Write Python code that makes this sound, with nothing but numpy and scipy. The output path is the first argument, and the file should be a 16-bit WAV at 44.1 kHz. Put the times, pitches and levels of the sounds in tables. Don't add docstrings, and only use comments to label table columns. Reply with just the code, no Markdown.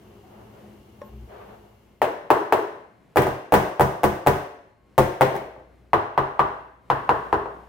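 import sys
import numpy as np
from scipy import signal
from scipy.fft import rfft, irfft
from scipy.io import wavfile
from scipy.ndimage import uniform_filter1d

SR = 44100
rng = np.random.default_rng(int(sys.argv[2]) if len(sys.argv) > 2 else 0)


def gain_from_db(level_db):
    decades = np.asarray(level_db, float) / 20
    return 10 ** decades


def unload_audio(sound):
    columns = np.transpose(np.atleast_2d(sound))
    steps = np.round(np.clip(columns, -1, 1) * 32767)
    wavfile.write(sys.argv[1], SR, steps.astype(np.int16))


N = 338688
T = np.arange(N) / SR

# start_s, thud_db, clack_db, crack_db, body_db
SPOTS = [
    (1.9, -37.5, -21.5, -30.5, -1.5),
    (3.1, -22, -24, -25.5, -1.5),
    (4.9, -22, -22.5, -27, -1.5),
    (5.8, -26.5, -24, -44, -2),
    (6.8, -25, -21.5, -40, -2),
]


def colour(points, size, click=False):
    hz, db = np.transpose(points)
    bins_hz = np.maximum(np.arange(size // 2 + 1) * SR / size, 1)
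    gain = gain_from_db(np.interp(np.log(bins_hz), np.log(hz), db))
    if click:
        x = np.roll(irfft(gain, size), 40)
        return x / np.sqrt(np.sum(x ** 2))
    x = irfft(rfft(rng.standard_normal(size)) * gain, size)
    return x / x.std()


def narrow(hz, width_hz, skirt_db, foot_db):
    return [(hz - 4 * width_hz, foot_db), (hz - width_hz, skirt_db), (hz, 0),
            (hz + width_hz, skirt_db), (hz + 4 * width_hz, foot_db)]


def stereo(mid, side, like):
    return np.sqrt(1 + like) * mid + np.sqrt(1 - like) * side * np.array([[1], [-1]])


def pair(points, like):
    mid, side = colour(points, N), colour(points, N)
    return stereo(mid, side, np.clip(like, 0, 1)) / np.sqrt(2)


def walk(rate_hz):
    k = int(SR / rate_hz)
    held = np.repeat(rng.standard_normal(N // k + 1), k)
    return uniform_filter1d(uniform_filter1d(held, k), k)[:N]


def modes(table, t, scatter_db=0., detune=0.):
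    hz, db, t60 = np.transpose(table)[:, :, None]
    level_chance, pitch_chance = rng.standard_normal((2, len(table), 1))
    level = gain_from_db(db + scatter_db * level_chance - 60 * t / t60)
    return np.sum(level * np.sin(2 * np.pi * hz * (1 + detune * pitch_chance) * t), axis=0)


def add(track, s, x):
    i = int(s * SR)
    track[i:i + len(x)] += x[:N - i]


def room_tone():
    # pitch_hz, level_db
    fridge = [(204.6, -70), (355.3, -72), (1087, -76), (2116, -80), (4190, -84)]
    # time_s, level_db
    floor_levels = [(0, -59), (1.9, -58), (2.9, -66), (4.5, -73), (5.2, -59), (5.5, -53), (6.8, -52), (7.68, -51)]
    # pitch_hz, level_db (per Hz)
    air = [(90, -39.5), (150, 1.5), (220, -2.5), (380, -4), (860, -12.5), (1300, -18), (2200, -20),
           (4000, -30), (6000, -34.5), (15500, -40.5), (16500, -55.5)]
    rumble = [(15, -34.0), (30, -13.5), (60, -15.5), (120, -7.0), (170, -28), (400, -77.0)]
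    mains_hz, rumble_db, rumble_share, air_db, air_share = 60, -62.5, 0.1, -58.5, 0.04
    lift_s, lift_db = 6.8, 8

    lines = sum(gain_from_db(db + 4 * walk(12)) * np.sin(2 * np.pi * hz * T + 1.5 * walk(10)) for hz, db in fridge)
    drone_db = np.interp(T, *np.transpose(floor_levels))
    drone_rise_db = drone_db - floor_levels[0][1]
    mains = gain_from_db(drone_db + 3 * walk(3)) * np.sin(2 * np.pi * mains_hz * T)
    rumble_db = rumble_db + rumble_share * drone_rise_db
    air_db = air_db + air_share * drone_rise_db + lift_db * np.clip((T - lift_s) / 0.11, 0, 1)
    low_air = pair(rumble, 0.95) * gain_from_db(rumble_db)
    return pair(air, 0.63) * gain_from_db(air_db + 3.1 * walk(7.2)) + lines + mains + low_air


def surfaces(x):
    # delay_s, left_db, right_db
    echoes = [(.0024, -4, -13.5), (.0054, -2.5, -26.5), (.008, -14, -17), (.0101, -12, -6),
              (.015, -17.5, -22), (.025, -9, -6)]
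    return sum(gain_from_db(np.array([[left_db], [right_db]])) * np.roll(x, int(s * SR)) for s, left_db, right_db in echoes)


def kitchen(size=32768):
    # pitch_hz, level_db, t60_s, likeness (left to right, 0-1)
    bands = [(237, -26.5, 0.62, 1), (312, -25.5, 0.57, .85), (416, -25.5, 0.57, 0.94),
             (528, -30.5, 0.65, 0.6), (842, -36, 0.62, 0.27), (1160, -31, 0.64, 0), (1990, -27, 0.68, 0),
             (2180, -26.5, 0.7, 0), (3400, -24.5, 0.65, 0), (5100, -26, 0.62, 0), (7700, -30, 0.52, 0.02),
             (12900, -33, .42, 0.01)]
    t = np.arange(size) / SR
    out = np.zeros((2, size))
    centres = np.array(bands)[:, 0]
    centres = np.r_[centres[0] / 2, centres, SR / 2]
    for k, (_, db, t60, like) in enumerate(bands):
        below, hz, above = centres[k:k + 3]
        band = [(below / 2, -80), (below, -25), (np.sqrt(below * hz), -3), (hz, 0),
                (np.sqrt(above * hz), -3), (above, -25), (above * 2, -80)]
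        mid, side = colour(band, size), colour(band, size)
        both = stereo(mid, side, np.clip(like, -1, 1))
        out += both * np.sqrt(hz / SR) * gain_from_db(db - 60 * t / t60)
    out *= 1 + 5.0 * np.exp(-t / 0.0082)
    return out * np.clip(t / .012, 0, 1)


def echo(x):
    out = np.zeros((N, 2))
    moves = [spot[0] for spot in SPOTS]
    for start, stop in zip(moves, moves[1:] + [N / SR]):
        blows = x[None, int(start * SR):int(stop * SR)]
        add(out, start, signal.fftconvolve(blows, kitchen(), axes=1).T)
    return out.T


def mixing():
    # pitch_hz, level_db (per Hz)
    hum = [(18, -38.5), (30, -19), (46, -3.5), (113, 4), (166, -12.5), (200, 3.5), (267, -9), (356, 0.5),
           (420, -16.5), (550, -13.5), (920, -120)]
    drag = [(160, -46), (280, -30.5), (379, -17), (406, 1), (506, -2.5), (669, -3), (905, -4.5),
            (1030, -10.5), (1120, -8.5), (1240, -11), (4500, -36), (5850, -70), (9900, -120)]
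    hiss = [(1290, -28), (2200, -6.5), (2490, -13.5), (2820, -3), (3390, -11.5), (3810, -14.5),
            (6640, -16.5), (7450, -20), (9560, -20.5), (14800, -15.5), (16000, -25)]
    # pitch_hz, width_hz, level_db (over the hum)
    motor_lines = [(110.8, 6, -10), (212, 6.2, -5), (367, 21, -12.5), (410, 12, -9.5)]
    # start_s, attack_s, level_db, release_db_per_s
    strokes = [
        (0.2, 0.18, -47.5, 21),
        (1.01, 0.0075, -45, 115),
        (1.27, 0.043, -41, 20.5),
    ]
    hum_db, hiss_db, drag_db = -52.5, -71, -56.5
    fade_s, fade_db_s = 1.495, 31
    stroke_hiss = 0.085

    fade_db = -fade_db_s * np.maximum(T - fade_s, 0)
    rises_db = [0 * T]
    for s, attack, db, fall in strokes:
        onset = np.clip((T - s) / attack, 0, 1)
        rises_db.append(onset * (db - drag_db) - fall * np.maximum(T - s - attack, 0))
    rise_db = np.max(rises_db, axis=0)
    motor = sum(gain_from_db(db) * colour(narrow(hz, width, -10, -60), N) for hz, width, db in motor_lines)
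    humming = (pair(hum, 0.98) + motor) * gain_from_db(hum_db + fade_db + 2.0)
    dragging = pair(drag, 0.085) * gain_from_db(drag_db + rise_db + fade_db + 2.0 * walk(30))
    hissing = pair(hiss, 0.1) * gain_from_db(hiss_db + stroke_hiss * rise_db + fade_db / 2 + 7.5)
    return humming + dragging + hissing


def bowl():
    # pitch_hz, level_db, t60_s
    bowl_modes = [(526, -7, 0.051), (560, 12, 0.041), (580, 5, 0.17), (867, -2.5, 0.24), (1025, 3, 0.07),
                  (1075, 0.5, 0.27), (1650, -3, 0.04), (1790, -6, 0.057), (3380, -17, .04),
                  (5530, -11, 0.038)]
    # start_s, length_s, pitch_hz, width_hz, level_db
    rubs = [
        (0.205, .1, 750, 60, -52),
        (.6, .11, 720, 60, -55),
        (1.025, .09, 13500, 700, -63),
    ]
    tap_s, tap_db = 1.0175, -42
    rock_s, rock_attack_s, rock_hold_s, rock_release_s = 1.05, 0.086, 0.11, .055
    rock_db, rock_edge_db, rock_hz, rock_sag_hz_s = -45.5, -23, 64.6, 25

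    out = np.zeros(N)
    add(out, tap_s, gain_from_db(tap_db) * modes(bowl_modes, np.arange(SR // 2) / SR))
    for s, length, hz, width, db in rubs:
        size = int(length * SR)
        singing = colour(narrow(hz, width, -15, -70), size=16384)[:size]
        add(out, s, gain_from_db(db) * np.hanning(size) * singing)
    s = rock_s + np.cumsum([0, rock_attack_s, rock_hold_s, rock_release_s])
    db = rock_db + np.interp(T, s, [rock_edge_db, 0, 0, rock_edge_db], -120, -120)
    phase = 2 * np.pi * np.cumsum(rock_hz - rock_sag_hz_s * (T - rock_s)) / SR
    return out + gain_from_db(db + 8.5) * (np.sin(phase) + 0.34 * np.cos(2 * phase + .5))


def contacts():
    # start_s, peak_db, pitch_hz, sharpness_db
    knocks = [(2.0174, -1.5, 767, 0), (2.3035, 2.5, 867, -0.5), (2.5241, 0, 841, 1),
              (3.1591, -4, 659, -2.5), (3.5225, -0.5, 700, -0.8), (3.7961, -2, 759, -3),
              (4.0335, -5, 645, 1.5), (4.2640, -4, 686, -3.5), (4.9795, -1, 677, 4.5), (5.2096, 1, 748, -1),
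              (5.9325, -0.5, 893, 3.5), (6.1770, -2.5, 907, 2.7), (6.3933, -1.5, 930, 1.5),
              (6.9010, -3, 920, 1.3), (7.0920, -1, 917, -1), (7.3277, -3.5, 914, -1.5)]
    # start_s, peak_db, clack_db (over the spot's)
    far_edges = [(2.0412, -15.5, 9), (3.1715, -4, 11), (3.5390, 1.5, 5.5), (3.8082, -2, 2.5),
                 (4.0395, -2.5, 3), (4.2712, -0.5, 5), (4.9852, -2, -6.5), (5.2173, -7, 11.5),
                 (6.3995, -22.5, 15.5)]
    # start_s, peak_db, pitch_hz, sharpness_db
    rebounds = [(3.169, -19, 813, 16), (3.1772, -11.5, 654, 0), (3.1909, -6, 635, -19),
                (3.2093, -21, 690, 2), (3.2198, -11, 810, 6), (3.2684, -9, 760, -2),
                (5.3526, -25, 710, 6.5), (5.358, -34, 692, 10), (5.364, -26.5, 705, 11.5),
                (5.3437, -15, 730, -10), (5.412, -25, 700, -9), (5.5632, -32, 690, -15),
                (5.5985, -37, 700, -12), (7.4577, -18.5, 850, -11)]
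    far_hz, far_thud_db, far_crack_db = 813, 4.5, 3.5

    rows = [(s, db, hz, 0, sharp_db, sharp_db) for s, db, hz, sharp_db in knocks]
    rows += [(s, db, far_hz, far_thud_db, clack_db, far_crack_db) for s, db, clack_db in far_edges]
    rows += [(s, db, hz, 0, sharp_db, sharp_db) for s, db, hz, sharp_db in rebounds]
    for s, db, hz, *extra_db in rows:
        spot = [row for row in SPOTS if row[0] <= s][-1]
        yield (s, db, hz, *np.add(spot[1:4], extra_db), spot[4])


def pan():
    # pitch_hz, level_db, t60_s
    body_modes = [(345, -21, .1), (400, -15, .12), (422, -17, .1), (525, -21, .08), (631, -21, .07),
                  (717, -19, .07), (1031, -21, .07), (1156, -20, .08)]
    # pitch_hz, level_db, t60_s
    slab_modes = [(40, -6, 0.41), (61.4, -7.5, 0.39), (76, -18.5, 0.05), (88, -0.5, 0.34), (108, -9, 0.76),
                  (130.1, 0.5, 0.47), (137.4, -1.5, 0.47), (171.8, -9, 0.86), (205, -4, 0.37),
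                  (249.7, -14, 0.54)]
    # pitch_hz, level_db (per Hz)
    clack_points = [(700, -30.5), (1400, 6), (2200, 1.5), (3500, -10.5), (6000, -25), (8000, -28)]
    # pitch_hz, level_db (per Hz)
    crack_points = [(4000, -16.5), (6500, -9), (9000, -7.5), (14500, -1), (15800, 2), (17000, -25.5)]
    edge_rise_s = 0.00042
    slab_damp_db_s = 33

    t = np.arange(SR // 3) / SR
    grit_t = t[:1024]
    size = len(grit_t)
    hollow, body, thud, burst, click = np.zeros((5, N))
    clack = colour(clack_points, size, click=True)
    crack = colour(crack_points, size, click=True)
    swell = (1 - np.exp(-t / 0.0042)) * np.cos(np.pi / 2 * t / t[-1])
    bite = 1 - np.exp(-grit_t / edge_rise_s)
    for s, peak_db, hz, thud_db, clack_db, crack_db, body_db in contacts():
        cycles = grit_t * hz
        damping = np.exp(-(cycles / (1.55 * (hz / 800) ** 1.7)) ** 2.2)
        ring = (1 - np.exp(-cycles / 0.21)) * damping * np.sin(2 * np.pi * cycles)
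        add(hollow, s, -gain_from_db(peak_db - 1.0) * ring)
        near = gain_from_db(clack_db + 8.0) * colour(clack_points, size) * np.exp(-grit_t / 0.0024)
        near += gain_from_db(crack_db + 9.5) * colour(crack_points, size) * np.exp(-grit_t / 0.0018)
        add(burst, s, gain_from_db(peak_db) * bite * near)
        add(click, s, gain_from_db(peak_db) * (gain_from_db(clack_db + 11) * clack + gain_from_db(crack_db + 15) * crack))
        slab_level = gain_from_db(peak_db + thud_db - 1.43 - slab_damp_db_s * t)
        add(thud, s, -slab_level * swell * modes(slab_modes, t, scatter_db=4.0, detune=0.033))
        body_level = gain_from_db(peak_db + body_db)
        add(body, s, -body_level * swell * modes(body_modes, t, scatter_db=6.5, detune=0.03))
    return hollow, body, thud, burst, click


def scene():
    direct_db = 3.5
    hollow, body, thud, burst, click = pan()
    lean = gain_from_db(np.array([[.9], [-.9]]))
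    thin = signal.sosfilt(signal.butter(3, 280, "high", fs=SR, output="sos"), hollow)
    sideways = signal.sosfilt(signal.butter(3, 1700, fs=SR, output="sos"), thin)
    edge = np.array([np.roll(burst, 1), gain_from_db(-1.5) * burst])
    slab = np.array([thud, np.roll(thud, 22)])
    room = surfaces(thin) + echo(sideways + click + gain_from_db(-13.5) * body)
    return lean * (gain_from_db(direct_db) * thin + edge + body + slab + room + bowl() + mixing() + room_tone())


def roll_off(x):
    return signal.sosfilt(signal.butter(12, 16990, fs=SR, output="sos"), x)


def record(dry):
    heard = signal.sosfilt(signal.ellip(4, .5, 14, 16000, fs=SR, output="sos"), dry)
    heard = signal.sosfilt(signal.butter(2, 36, "high", fs=SR, output="sos"), heard)
    return roll_off(np.tanh(0.76 * heard) / 0.91)


dry = scene()
out = record(dry)
unload_audio(out)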